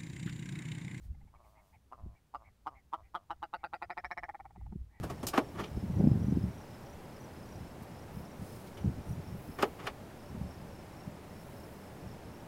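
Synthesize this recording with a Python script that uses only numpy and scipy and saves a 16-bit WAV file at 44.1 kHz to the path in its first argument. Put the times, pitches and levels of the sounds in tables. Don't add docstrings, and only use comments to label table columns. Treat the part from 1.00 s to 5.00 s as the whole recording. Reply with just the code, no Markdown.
import sys
import numpy as np
from scipy import signal
from scipy.fft import rfft, irfft
from scipy.io import wavfile
from scipy.ndimage import uniform_filter1d, map_coordinates

SR = 44100
rng = np.random.default_rng(int(sys.argv[2]) if len(sys.argv) > 2 else 0)


def wrap_up_sound(samples):
    columns = np.atleast_2d(samples).T
    tamed = np.clip(columns, -1, 1)
    steps = np.round(tamed * 32767).astype(np.int16)
    wavfile.write(sys.argv[1], SR, steps)


N = 176400
TIME = np.arange(N) / SR
PULSE_SAMPLES = 2048
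HZ = np.fft.rfftfreq(PULSE_SAMPLES, 1 / SR)

# frequency_hz, gain_db
HISS_TONE = [(150, -0.5), (450, -12.5), (800, -15.5), (1400, -19), (2100, -22.5), (6000, -27), (15500, -31)]
RUSTLE_TONE = [(800, -11), (3000, -7), (15000, -7)]
# middle_s, half_length_s, level_db
RUSTLES = [(0.044, 0.025, -72), (0.486, 0.048, -77), (.68, 0.062, -78.5)]
GUSTS = [(0, 0.015, -52.5), (.14, 0.098, -48), (1.07, 0.038, -45.5), (2.87, 0.017, -60.5),
         (3.23, 0.022, -59.5), (3.7, 0.1, -47.5)]
# frequency_hz, gain_db
RUMBLE_TONE = [(20, -6.5), (38, -12), (58, 6), (150, -13), (250, -26.5), (400, -45), (1600, -120)]
SWIRL_TONE = [(100, -7.5), (370, 7.5), (500, -15), (900, -53)]
# middle_s, level_db, pitch_hz, fade_s
PUFFS = [(0.248, -59, 224, 0.0032), (1.064, -40, 192, 0.0032), (3.581, -46, 176, 0.0033),
         (3.73, -39, 201, 0.0056), (3.76, -30.5, 173, 0.0026), (3.817, -37, 57.4, 0.0044)]

# middle_s, length_s, level_db
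FAR_NOTES = [(0.047, 0.034, -70), (.148, 0.018, -66), (0.214, 0.017, -65.5), (0.28, 0.026, -65.5),
             (0.359, 0.027, -61), (0.451, 0.037, -63), (.582, 0.066, -63.5), (0.747, 0.043, -60),
             (1.168, 0.055, -67.5), (1.467, 0.069, -64.5), (1.772, 0.071, -63.5), (2.056, 0.071, -66),
             (2.609, 0.11, -68.5), (3.605, 0.13, -75.5), (3.963, 0.14, -65.5)]
# time_s, high_hz, low_gain_db
FAR_THROAT = [(0, 2000, 6.5), (.75, 2300, 6), (1.2, 2230, -6.5), (3.6, 2070, 3)]

# start_s, level_db, pitch_hz, closes_after_s
CROAKS = [(.34, -52, 122.5, 0.039), (0.924, -36.5, 135.4, 0.03), (1.3472, -31, 149.9, 0.018),
          (1.6692, -28.5, 160, 0.02), (1.935, -26.5, 169.8, 0.022), (2.1505, -25, 186.3, 0.025),
          (2.3057, -26, 172.5, .025), (2.4284, -28, 174.2, .025), (2.5378, -28.5, 184.5, .026),
          (2.64, -29.5, 178, 0.027), (2.7354, -29, 177.4, 0.028), (2.8236, -28.5, 184.2, 0.024),
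          (2.9034, -28.5, 186.7, 0.026), (2.9765, -28, 189.5, 0.023), (3.046, -27.5, 193.3, 0.018),
          (3.1124, -27, 188.2, 0.017), (3.176, -28, 186.4, 0.018), (3.234, -30.5, 183, 0.02),
          (3.291, -34, 176.3, .014), (3.3462, -39, 176.3, 0.013), (3.4, -40.5, 167, 0.0051),
          (3.454, -42.5, 165.7, 0.0044), (3.5075, -52.5, 177, 0), (3.5602, -48.5, 156, 0.003),
          (3.6124, -53.5, 174, 0), (3.665, -51, 185, 0), (3.7242, -52, 192, 0.00088)]
# time_s, gain_db
OPENING_PULSE = [(.9, -12), (2.15, -6.5), (2.3, -13), (2.85, -9.5), (3.4, -12.5)]
# time_s, hold_s
PRESS_TIMES = [(2.5, 0.012), (2.9, 0.0097)]
# (time_s, centre_hz, gain_db)
THROAT_RESONANCES = [(140.4, 0.818, -1, [(.9, 720, 1.5), (2.15, 896, 5.5), (2.6, 850, 2.5),
                     (3.5, 805, 3.5)]), (169, 0.93, -1.5, [(.9, 1123, 3.5), (2.1, 1226, 0),
                     (2.65, 1433, -3), (3.2, 1260, -9.5)]), (141, 1, -1.5, [(.9, 1910, -34),
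                     (2.45, 1970, -24), (2.98, 1830, -1.5), (3.23, 1870, -0.5), (3.6, 1960, -20.5)]),
                     (157, 0.976, -7.5, [(.9, 2770, -25), (2.15, 3280, -13.5), (2.43, 3005, -16.5),
                     (2.56, 2640, -13), (2.83, 2480, -8.5), (3.13, 2227, -5), (3.6, 2220, -22.5)]),
                     (217, 1.04, -15, [(1.4, 3500, -52), (2.2, 3730, -24), (3.15, 3880, -23),
                     (3.4, 3670, -51)])]
# time_s, centre_hz, gain_db
WHISTLE_TRACK = [(.9, 4500, -48), (1.5, 4330, -24.5), (2.2, 5300, -59), (2.5, 3820, -28), (2.85, 4380, -28),
                 (3.13, 5120, -25), (3.4, 5000, -44)]
# frequency_hz, gain_db
CHEST_TONE = [(60, -45.5), (330, -15.5), (480, -28.5), (1500, -87), (6500, -69), (8500, -55.5),
              (15000, -56)]
BREATH_TONE = [(500, -56), (1500, 12.5), (4000, -1), (7500, -12), (15000, -16)]
# time_s, relative_level_db, pitch_hz
GROWLS = [
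    [(.378, -72.5, 115.8), (.402, -54, 116.9), (.435, -63.5, 112), (.468, -56.5, 111.3),
     (.51, -64.5, 109.8), (.55, -59, 108.8), (.62, -62.5, 104.8), (.715, -69, 93.5)],
    [(.962, -71, 114.7), (.98, -52.5, 115), (.998, -49.5, 112), (1.025, -56.5, 107.2), (1.09, -59, 106.2),
     (1.152, -61, 95)],
    [(1.385, -64, 111), (1.423, -51, 107), (1.452, -66.5, 102.9), (1.495, -60, 99.4)],
    [(1.705, -56, 137.3), (1.735, -53, 133.7), (1.792, -75, 127.4)],
    [(1.978, -52.5, 114), (2.005, -50.5, 107), (2.04, -72, 104)],
    [(2.19, -53, 103.7), (2.25, -69, 97.6)],
]
# centre_hz, width_hz, gain_db
GROWL_RESONANCES = [(676, 100, 1.5), (907, 160, -9), (1088, 174, -2)]

CREST_S = .009


def amp(db):
    return 10 ** (np.asarray(db) / 20)


def values_at(curve, time_s):
    times, *columns = np.transpose(curve)
    return [np.interp(time_s, times, column) for column in columns]


def tone_gain(tone, hz):
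    frequencies, db = np.transpose(tone)
    return amp(np.interp(np.log(hz + 1), np.log(frequencies), db))


def noise(tone):
    white = rfft(rng.standard_normal(N))
    shaped = irfft(white * tone_gain(tone, np.fft.rfftfreq(N, 1 / SR)), N)
    return shaped / np.sqrt(np.mean(shaped ** 2) + 1e-20)


def swells(rows):
    return sum(amp(db) * np.exp(-((TIME - middle_s) / half_s) ** 2 / 2) for middle_s, half_s, db in rows)


def air(hiss_db=-72):
    return amp(hiss_db) * noise(HISS_TONE) + swells(RUSTLES) * noise(RUSTLE_TONE)


def wind(breeze_db=-67, flutter_db=4, flutters_per_s=16, swirl_db=-12):
    flutter = map_coordinates(rng.standard_normal(200), [TIME * flutters_per_s])
    out = (amp(breeze_db) + swells(GUSTS)) * amp(flutter_db * flutter) * noise(RUMBLE_TONE)
    swirl = amp(swirl_db) * noise(SWIRL_TONE)
    for middle_s, db, hz, fade_s in PUFFS:
        offset_s = TIME - middle_s
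        envelope = amp(db) * np.exp(.5 - np.hypot(offset_s / fade_s, .5))
        swirl_share = min(hz / 183, 1) ** 2
        out += envelope * (swirl * swirl_share - np.cos(2 * np.pi * hz * offset_s))
    return out


def resonance(centre_hz, width_hz, db):
    return amp(db) / (1 + ((HZ - centre_hz) / width_hz) ** 2) ** 1.37


def add_pulse(out, start_s, peak_db, spectrum):
    cepstrum = irfft(np.log(spectrum + 1e-6))
    cepstrum[1:PULSE_SAMPLES // 2] *= 2
    cepstrum[PULSE_SAMPLES // 2 + 1:] = 0
    ring = irfft(np.exp(rfft(cepstrum)))
    slot = out[max(0, round(start_s * SR)):][:PULSE_SAMPLES]
    slot += (amp(peak_db) * ring / np.abs(ring).max())[:len(slot)]


def heather_echo(sound, decay_s):
    t = np.arange(SR // 2) / SR
    out, block = np.zeros(N + SR), SR // 4
    for i in range(0, N, block):
        tail = rng.standard_normal(len(t)) * np.exp(-np.log(1000) * t / decay_s)
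        echo = signal.fftconvolve(sound[i:i + block], tail / np.linalg.norm(tail))
        out[i:i + len(echo)] += echo
    return out[:N]


def far_bird(pulse_hz=400, jitter_s=.00025, arch_hz=315, edge_drop_db=15, slowing_per_s=1.4):
    out = np.zeros(N)
    offsets_s = np.arange(-36, 37) / pulse_hz
    for middle_s, length_s, db in FAR_NOTES:
        high_hz, low_db = values_at(FAR_THROAT, middle_s)
        low = resonance(centre_hz=785, width_hz=153, db=low_db)
        for offset_s, slip_s in zip(offsets_s, rng.normal(0, jitter_s, len(offsets_s))):
            edge = (2 * offset_s / length_s) ** 2
            if edge < 2:
                high = resonance(high_hz - arch_hz * edge, width_hz=243, db=0)
                start_s = middle_s + offset_s + slowing_per_s * offset_s ** 2 + slip_s
                add_pulse(out, start_s, db - edge_drop_db * edge, high + low)
    return out + amp(-4) * heather_echo(out, decay_s=.05)


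def whistle(start_s, age_s, rise_s=.013, rise_hz_per_s=46600, rise_db_per_s=200, top_hz=5540):
    hz, db = values_at(WHISTLE_TRACK, start_s)
    open_s = min(age_s, rise_s)
    centre_hz = min(hz + rise_hz_per_s * open_s, top_hz)
    return resonance(centre_hz, width_hz=240, db=db + rise_db_per_s * open_s)


def throat(start_s, age_s, slack=0, wander=.028, yelp_per_s=12.8, brighten_s=.012, brighten_db_per_s=422):
    shifts = 1 + wander * rng.standard_normal(len(THROAT_RESONANCES))
    shifts[1] *= 1 + yelp_per_s * (min(age_s, CREST_S) - CREST_S / 2)
    peaks = []
    for shift, (width_hz, slack_ratio, slack_db, track) in zip(shifts, THROAT_RESONANCES):
        hz, db = values_at(track, start_s)
        peaks.append(resonance(hz * shift * slack_ratio ** slack, width_hz, db + slack_db * slack))
    bright_db = brighten_db_per_s * (min(age_s, brighten_s) - brighten_s / 2)
    bright_db -= 15 * (age_s < 0)
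    ground_dip = 1 - .51 * np.exp(-((HZ - 499) / 230) ** 2)
    lows = ground_dip * sum(peaks[:2])
    highs = amp(bright_db) * (sum(peaks[2:]) + whistle(start_s, age_s))
    return lows + highs + tone_gain(CHEST_TONE, HZ)


def croaks(slacken_s=.0016, slack_drop_db=8, ebb_db_per_s=327, close_db_per_s=1504, pitch_sag=.28):
    out = np.zeros(N)
    for start_s, db, hz, closes_after_s in CROAKS:
        hold_s, = values_at(PRESS_TIMES, start_s)
        opening_db, = values_at(OPENING_PULSE, start_s)
        gap_s = 1.13 / hz
        add_pulse(out, start_s - 2 * gap_s, db + 2 * opening_db - 14, throat(start_s, -gap_s))
        add_pulse(out, start_s - gap_s, db + opening_db, throat(start_s, -gap_s))
        age_s = 0
        for _ in range(6):
            slack = .5 + .5 * np.tanh((age_s - hold_s) / slacken_s)
            fade_db = slack_drop_db * slack + ebb_db_per_s * max(0, age_s - hold_s)
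            fade_db += close_db_per_s * max(0, age_s - closes_after_s)
            add_pulse(out, start_s + age_s, db - fade_db, throat(start_s, age_s, slack))
            off_crest = min(((age_s - CREST_S) / .02) ** 2, 1.5)
            age_s += (1 + pitch_sag * off_crest) / hz
    return out


def growls(jitter=.05, boost_db=2):
    out = np.zeros(N)
    spectrum = sum(resonance(*row) for row in GROWL_RESONANCES) + tone_gain(CHEST_TONE, HZ)
    for curve in GROWLS:
        time_s, end_s = curve[0][0], curve[-1][0]
        while time_s < end_s:
            db, hz = values_at(curve, time_s)
            add_pulse(out, time_s, db + boost_db, spectrum)
            time_s += np.exp(jitter * rng.standard_normal()) / hz
    return out


def near_bird(breath_db=-26, smoothing_s=.0017):
    voice = croaks() + growls()
    airflow = np.sqrt(np.abs(uniform_filter1d(voice ** 2, round(smoothing_s * SR))))
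    voice += amp(breath_db) * airflow * noise(BREATH_TONE)
    close_echo = amp(-8) * heather_echo(voice, decay_s=.035)
    moor_echo = amp(-37) * heather_echo(voice, decay_s=.51)
    return voice + close_echo + moor_echo


def scene():
    return (near_bird() + far_bird() + wind() + air())[None]


def record(dry):
    top_hz = 15750
    return irfft(rfft(dry) * (np.fft.rfftfreq(N, 1 / SR) < top_hz), N)


dry = scene()
out = record(dry)
wrap_up_sound(out)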